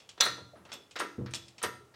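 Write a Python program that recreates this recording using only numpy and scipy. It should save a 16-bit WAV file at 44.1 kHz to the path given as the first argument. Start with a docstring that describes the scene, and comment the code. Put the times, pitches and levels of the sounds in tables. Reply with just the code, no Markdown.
"""A hand-pumped hydraulic hoist takes up a heavy machine part, heard close on one microphone.
At the stroke ends the loose steel handle clanks in its socket and knocks the frame; link pins click
and chink, and joints tick as they take up play. Each blow is a short clatter and a ring of steel.
The load bumps dully and once sticks and slips in a low shuddering creak that leaves the hoist humming.
Behind it are the short reverberation and the quiet air of a small workshop."""
import sys
import numpy as np
from scipy import signal
from scipy.fft import rfft, irfft, next_fast_len
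from scipy.io import wavfile

SR = 44100
rng = np.random.default_rng(int(sys.argv[2]) if len(sys.argv) > 2 else 0)


def wav_out(sig):
    """Save sig, one row per channel (or a flat mono array), as 16-bit PCM at SR to the path in sys.argv[1]."""
    wavfile.write(sys.argv[1], SR, np.round(np.clip(np.atleast_2d(sig).T, -1, 1) * 32767).astype(np.int16))


N = 85995

# Blows on each part (t/s, level/dB, tilt/dB per octave, clatter length/x)
PIN_CLICKS = [(0.0, -57.5, -3, 2.2), (.718, -40.5, -4.5, 0.61), (0.7277, -41, 0, 1.17),
              (0.9618, -45.5, -4.5, 1.6), (0.988, -37.5, -2.5, 0.59), (1.3365, -26.5, -0.5, 0.18),
              (1.3453, -33.5, 3, 0.81), (1.629, -44.5, -8.5, 0.9)]
HANDLE_CLANKS = [(0.177, -55, -5, 1.6), (0.2022, -29, -7.5, 1.37), (.2068, -15.5, 4.5, 0.93),
                 (.232, -45, 16.5, 2.1), (.288, -48, -4, 3)]
FRAME_KNOCKS = [(.177, -52, -2.5, 0.92), (.208, -30, 3, 1.77), (.26, -31, 1, 0.9), (.378, -50.5, -4, 1.34),
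                (0.554, -59, -3.5, 3), (.652, -58.5, -5, 2.8), (0.69, -59, 1.5, 2.9),
                (.729, -52.5, -6.5, 1.52), (0.956, -43, 1, 0.76), (0.961, -37.5, 3, 0.72),
                (0.994, -36, -2.5, 0.3), (1.0002, -31.5, 0, 1.31), (1.26, -51, 2.5, 1.7),
                (1.344, -51.5, -1.5, 1.5), (1.617, -47, 1.5, 1.3), (1.636, -30.5, 0, 1.09),
                (1.94, -58.5, 3, 1.14)]
LOAD_BUMPS = [(.23, -40, 12, 0.64), (.264, -47, 0.5, 0.87), (0.403, -45.5, -5, 0.54), (0.56, -54.5, 1, 1.7),
              (1.0, -45.5, 15.5, 0.87), (1.308, -59, -6, 0.49), (1.638, -48, -1.5, 1.7)]
LINK_CHINKS = [(0.252, -40.5, -10, 0.89), (0.299, -59.5, -1, 0.29), (0.7359, -58, 15, 0.38),
               (0.9968, -37.5, -9, 0.4), (1.006, -50, -14, 1.54), (1.309, -55.5, -16.5, 0.54),
               (1.353, -45, -10, 0.65), (1.628, -33, -4, 0.58), (1.633, -37.5, -11.5, 0.7)]
# Joints taking up play (t/s, level/dB, ring f/Hz, tilt/dB per octave)
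JOINT_TICKS = [(0.0906, -40.5, 3335, 0), (0.6521, -47, 2700, -4.5), (0.9104, -46, 3360, -0.5),
               (1.4816, -46.5, 5210, 1.5), (1.5815, -42, 5490, -2.5)]
# Two faint low creaks and a brief, thin high hiss (t/s, level/dB, f/Hz, t60/s)
CREAKS_AND_HISS = [(.534, -46, 626, 0.093), (.567, -74.5, 10110, 0.46), (1.804, -56, 402, 0.38)]
# Slips of the load within its low creak (t/s, level/dB, tilt/dB per octave)
LOAD_SLIPS = [(1.1823, -35, 5), (1.2028, -31, -0.5), (1.2109, -40, 5), (1.234, -49, 9.5),
              (1.259, -53, -6.5)]

# Dense, quickly damped vibration of each part (f/Hz, octave level/dB, t60/s)
PIN_CLATTER = [(200, -27.5, 0.16), (1900, -13, 0.14), (2710, -3.5, 0.17), (5550, -3, 0.096),
               (7250, -4, 0.13), (8700, -7, 0.09), (10170, -19.5, 0.074), (14790, -29.5, .09)]
HANDLE_CLATTER = [(149, -52, 0.22), (510, -16, 0.028), (1390, -24.5, 0.027), (2750, -8, 0.067),
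                  (3550, 4.5, 0.038), (4010, -4, 0.02), (5000, 7, 0.011), (5850, -8.5, .065),
                  (6760, -7, .06), (7700, -6, 0.042), (9970, -19.5, 0.055), (15200, -29.5, 0.084)]
FRAME_CLATTER = [(90, -36, 0.073), (200, -22, 0.27), (407, -8.5, 0.26), (756, -7, 0.11), (1347, 0.5, 0.15),
                 (1820, -4, 0.2), (2830, -6, 0.13), (4890, -6, 0.091), (8720, -21.5, 0.015),
                 (15000, -29, 0.12)]
LOAD_CLATTER = [(61.9, -32, 0.4), (92, -10.5, 0.46), (215, -8, 0.39), (487, -7.5, 0.068),
                (670, -23.5, 0.14), (2020, -37, .1)]
LINK_CLATTER = [(2003, -29, 0.022), (6170, -7.5, 0.32), (7570, -7.5, 0.2), (9460, 14.5, 0.052),
                (10620, -1.5, 0.12), (12300, -5.5, 0.37), (15760, -15.5, 0.097)]
# Ringing modes of each part, and of the whole hoist (f/Hz, level/dB, t60/s)
PIN_RING = [(2700, -20, .2), (3365, -14, .25), (3492, -14.5, .27), (5190, -12.5, .12), (5290, -14, .13),
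            (5445, -13, .12), (6130, -19, .15)]
HANDLE_RING = [(3378, -17, .2), (3474, -6.5, .19), (3555, -13, .18), (3862, -17, .28), (3975, -14, .29),
               (4059, -17, .3), (4192, -13, .28), (4290, -17, .27), (6018, -1, .04)]
FRAME_RING = [(428, -23, .3), (587, -14, .18), (730, -15, .17), (972, -15, .33), (1202, -18, .42),
              (1269, -11, .2), (1323, -19, .55), (1350, -8.5, .15), (1384, -20, .55), (1639, -16, .2),
              (1837, -13, .28), (1877, -15, .23), (2046, -17, .3)]
HOIST_RING = [(81, -17, .7), (90, -15, .4), (123, -9, .6), (194, -13, .7), (225, -9, .26), (291, -20, .8),
              (337, -20, 1.0), (382, -24, .35), (488, -21, .3)]
LINK_RING = [(8540, -13, .12), (8850, -7.5, .13), (9260, -13, .15), (11330, -16, .1)]
# Damped resonances that each slip kicks (f/Hz, level/dB, t60/s)
SLIP_RING = [(124.4, -2, 0.34), (221, 2, 0.069), (353, -11, 0.1), (466, -9, 0.075)]

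# Room tone at the microphone (f/Hz, octave level/dB)
ROOM_AIR = [(25, -94), (55, -81.5), (100, -72.5), (250, -76), (600, -70), (1300, -74.5), (3500, -79),
            (8000, -76.5), (15000, -83.5)]
# Workshop reverberation (f/Hz, level/dB, t60/s)
ROOM_REVERB = [(100, -8, 0.74), (407, -6.5, 0.4), (1430, -11, 0.37), (4000, -8, 0.45), (8740, -11.5, 0.38),
               (15000, -9.5, 0.19)]

LOAD_HZ = 203  # centre of the load's rumble
GRAIN_DB, GRAIN_HZ = 1.5, 594  # depth and rate of contact chatter
BLUR_RAD, BLUR_HZ = 1, 131.4  # phase jitter from loose joints
TWIN_SPLIT, TWIN_DB = 0.011, -3  # relative pitch spread and level of twin modes


def undb(db):
    """Decibels to gain."""
    return 10 ** (np.asarray(db) / 20)


def at(table, hz, column=1):
    """A column of a table, read on a log-frequency axis."""
    table = np.array(table, float)
    return np.interp(np.log(hz), np.log(table[:, 0]), table[:, column])


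def fade(t60):
    """Exponential decay, lasting until it is 60 dB down."""
    t60 = np.clip(t60, 20 / SR, N / SR)
    return np.exp(-np.log(1000) * np.arange(min(int(t60 * SR), N)) / SR / t60)


def add(out, start, sound):
    """Mix a sound in at a time in seconds."""
    i = int(np.clip(start * SR, 0, N - 1))
    out[i:i + len(sound)] += sound[:N - i]


def soften(sound, rise_s):
    """Round the onset over a rise time."""
    return sound * (1 - np.exp(-np.arange(len(sound)) / SR / rise_s))


def wobble(size, hz):
    """Random values joined by lines, hz of them a second."""
    steps = np.arange(size) / SR * hz
    return np.interp(steps, np.arange(N // 20), rng.standard_normal(N // 20))


def noise_bands():
    """Centres and noises of quarter-octave bands; each octave has unit power."""
    edges = 22 * 2 ** (np.arange(40) / 4)
    size = next_fast_len(N)
    f, white = np.fft.rfftfreq(size, 1 / SR), rfft(rng.standard_normal(size))
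    masks = [(f >= lo) & (f < hi) for lo, hi in zip(edges, edges[1:])]
    bands = np.array([irfft(white * mask, size)[:N] for mask in masks])
    return np.sqrt(edges[1:] * edges[:-1]), bands / bands.std(axis=1, keepdims=True) / 2


def clatter(noise, body, tilt_db, length, pivot_hz):
    """Countless damped modes of a struck part, grainy from chattering contact."""
    (hz, bands), size = noise, N // 4
    out, i = np.zeros(size), rng.integers(N - size)
    skirts = np.minimum(1, np.minimum(hz / body[0][0], body[-1][0] / hz)) ** 2
    gains = skirts * undb(at(body, hz) + tilt_db * np.clip(np.log2(hz / pivot_hz), -2, 2))
    for band, gain, t60 in zip(bands, gains, at(body, hz, column=2)):
        decay = fade(t60 * length)[:size]
        add(out, 0, gain * band[i:i + len(decay)] * decay)
    return out * undb(GRAIN_DB * wobble(size, GRAIN_HZ))


def ring(modes, tilt_db, pivot_hz, scatter=1):
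    """Decaying partials; scatter spreads their starting phases, and loose joints blur the high ones."""
    out, blur = np.zeros(N // 2), wobble(N, BLUR_HZ)
    for (hz, db, t60), phase in zip(modes, scatter * rng.uniform(0, 2 * np.pi, len(modes))):
        decay, i = fade(t60)[:N // 2], rng.integers(N // 2)
        jitter = BLUR_RAD * min(hz / 4000, 1) * blur[i:i + len(decay)]
        angle = 2 * np.pi * hz / SR * np.arange(len(decay)) + phase + jitter
        add(out, 0, undb(db + tilt_db * np.log2(hz / pivot_hz)) * decay * np.sin(angle))
    return np.sqrt(2) * out


def twinned(modes):
    """Handle and pins are not quite round: each mode beats with a weaker twin close in pitch."""
    twins = [(hz * (1 + TWIN_SPLIT * rng.standard_normal()), db + TWIN_DB, t60) for hz, db, t60 in modes]
    return list(modes) + twins


def blows(noise, events, body, modes, pivot_hz, rise_s, ring_db):
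    """Every blow on one steel part: a short clatter and its modes; a deadened blow rings less."""
    out = np.zeros(N)
    for start, db, tilt, length in events:
        blow = undb(ring_db) * min(length, 1) ** 2 * ring(modes, tilt, pivot_hz)
        add(blow, 0, clatter(noise, body, tilt, length, pivot_hz))
        add(out, start, undb(db) * soften(blow, rise_s))
    return out


def room_air():
    """Steady, quiet air all round the microphone."""
    return sum(undb(at(ROOM_AIR, hz)) * band for hz, band in zip(*noise_bands()))


def pin_clicks(noise):
    """Link pins are struck and ring briefly in the treble."""
    return blows(noise, PIN_CLICKS, PIN_CLATTER, twinned(PIN_RING),
                 pivot_hz=4200, rise_s=0.00035, ring_db=1.5)


def joint_ticks(noise):
    """Light contacts as play is taken up: a crisp clatter and one brief ring of the joint."""
    out = np.zeros(N)
    for start, db, hz, tilt in JOINT_TICKS:
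        tick = ring(twinned([(hz, -7, 0.051)]), 0, hz)  # one mode: f/Hz, level/dB, t60/s
        add(tick, 0, clatter(noise, PIN_CLATTER, tilt, length=1, pivot_hz=hz))
        add(out, start, undb(db - 6) * tick)
    return out


def handle_clanks(noise):
    """The loose steel handle strikes its socket and rings brightly."""
    return blows(noise, HANDLE_CLANKS, HANDLE_CLATTER, twinned(HANDLE_RING),
                 pivot_hz=4000, rise_s=0.00082, ring_db=-2)


def frame_knocks(noise):
    """The frame takes the handle's knocks and rings in the midrange."""
    return blows(noise, FRAME_KNOCKS, FRAME_CLATTER, FRAME_RING,
                 pivot_hz=1200, rise_s=0.00076, ring_db=2)


def load_bumps(noise):
    """The shifting load bumps softly and sets the hoist's low modes humming."""
    return blows(noise, LOAD_BUMPS, LOAD_CLATTER, HOIST_RING, pivot_hz=LOAD_HZ, rise_s=0.018, ring_db=4)


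def link_chinks(noise):
    """Small hard contacts in the linkage ring high and thin."""
    return blows(noise, LINK_CHINKS, LINK_CLATTER, LINK_RING, pivot_hz=7720, rise_s=0.00025, ring_db=8.5)


def creaks_and_hiss():
    """Fading tones of jittering pitch: the two low ones creak faintly, the high one blurs into a hiss."""
    out = np.zeros(N)
    for start, db, hz, t60 in CREAKS_AND_HISS:
        decay = fade(t60)
        pitch = hz * (1 + 0.088 * wobble(len(decay), hz=258.5))
        tone = np.sqrt(2) * np.sin(2 * np.pi * np.cumsum(pitch) / SR)
        add(out, start, undb(db) * soften(decay * tone, rise_s=0.0022))
    return out


def load_creak(noise):
    """The load sticks and slips a few times, each slip shaking the whole hoist."""
    out = np.zeros(N)
    for start, db, tilt in LOAD_SLIPS:
        kick = ring(SLIP_RING, tilt, LOAD_HZ, scatter=0)
        hum = undb(-3) * ring(HOIST_RING, tilt, LOAD_HZ)
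        rasp = undb(-2) * clatter(noise, LOAD_CLATTER, tilt, length=1, pivot_hz=LOAD_HZ)
        add(kick, 0, rasp)
        add(out, start, undb(db) * soften(kick + hum, rise_s=0.0018))
    return out


def workshop(direct):
    """Direct sound, then weaker diffuse reflections that build quickly and die sooner in the treble."""
    tail = np.zeros(N)
    for hz, band in zip(*noise_bands()):
        t60 = at(ROOM_REVERB, hz, column=2)
        decay = fade(t60)
        unity_gain = np.sqrt(4 * np.log(2) * np.log(1000) * hz / t60) / SR
        add(tail, 0, band[:len(decay)] * decay * undb(at(ROOM_REVERB, hz)) * unity_gain)
    return direct + signal.fftconvolve(direct, soften(tail, rise_s=0.023))[:N]


def scene():
    """The hoist close by, the workshop and its air behind, in mono."""
    noise = noise_bands()
    struck = handle_clanks(noise) + frame_knocks(noise) + pin_clicks(noise) + link_chinks(noise)
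    bumps = load_bumps(noise)
    air = room_air()
    hoist = struck + bumps + joint_ticks(noise) + load_creak(noise) + creaks_and_hiss()
    return (workshop(hoist) + air)[None]


def record(dry):
    """The microphone sheds the bass below 60 Hz and cuts the top above 16.1 kHz."""
    low_cut = signal.butter(3, 60, "high", fs=SR, output="sos")
    top_cut = signal.ellip(10, 0.2, 70, 16100, fs=SR, output="sos")
    return signal.sosfilt(top_cut, signal.sosfilt(low_cut, dry))


dry = scene()
out = record(dry)
wav_out(out)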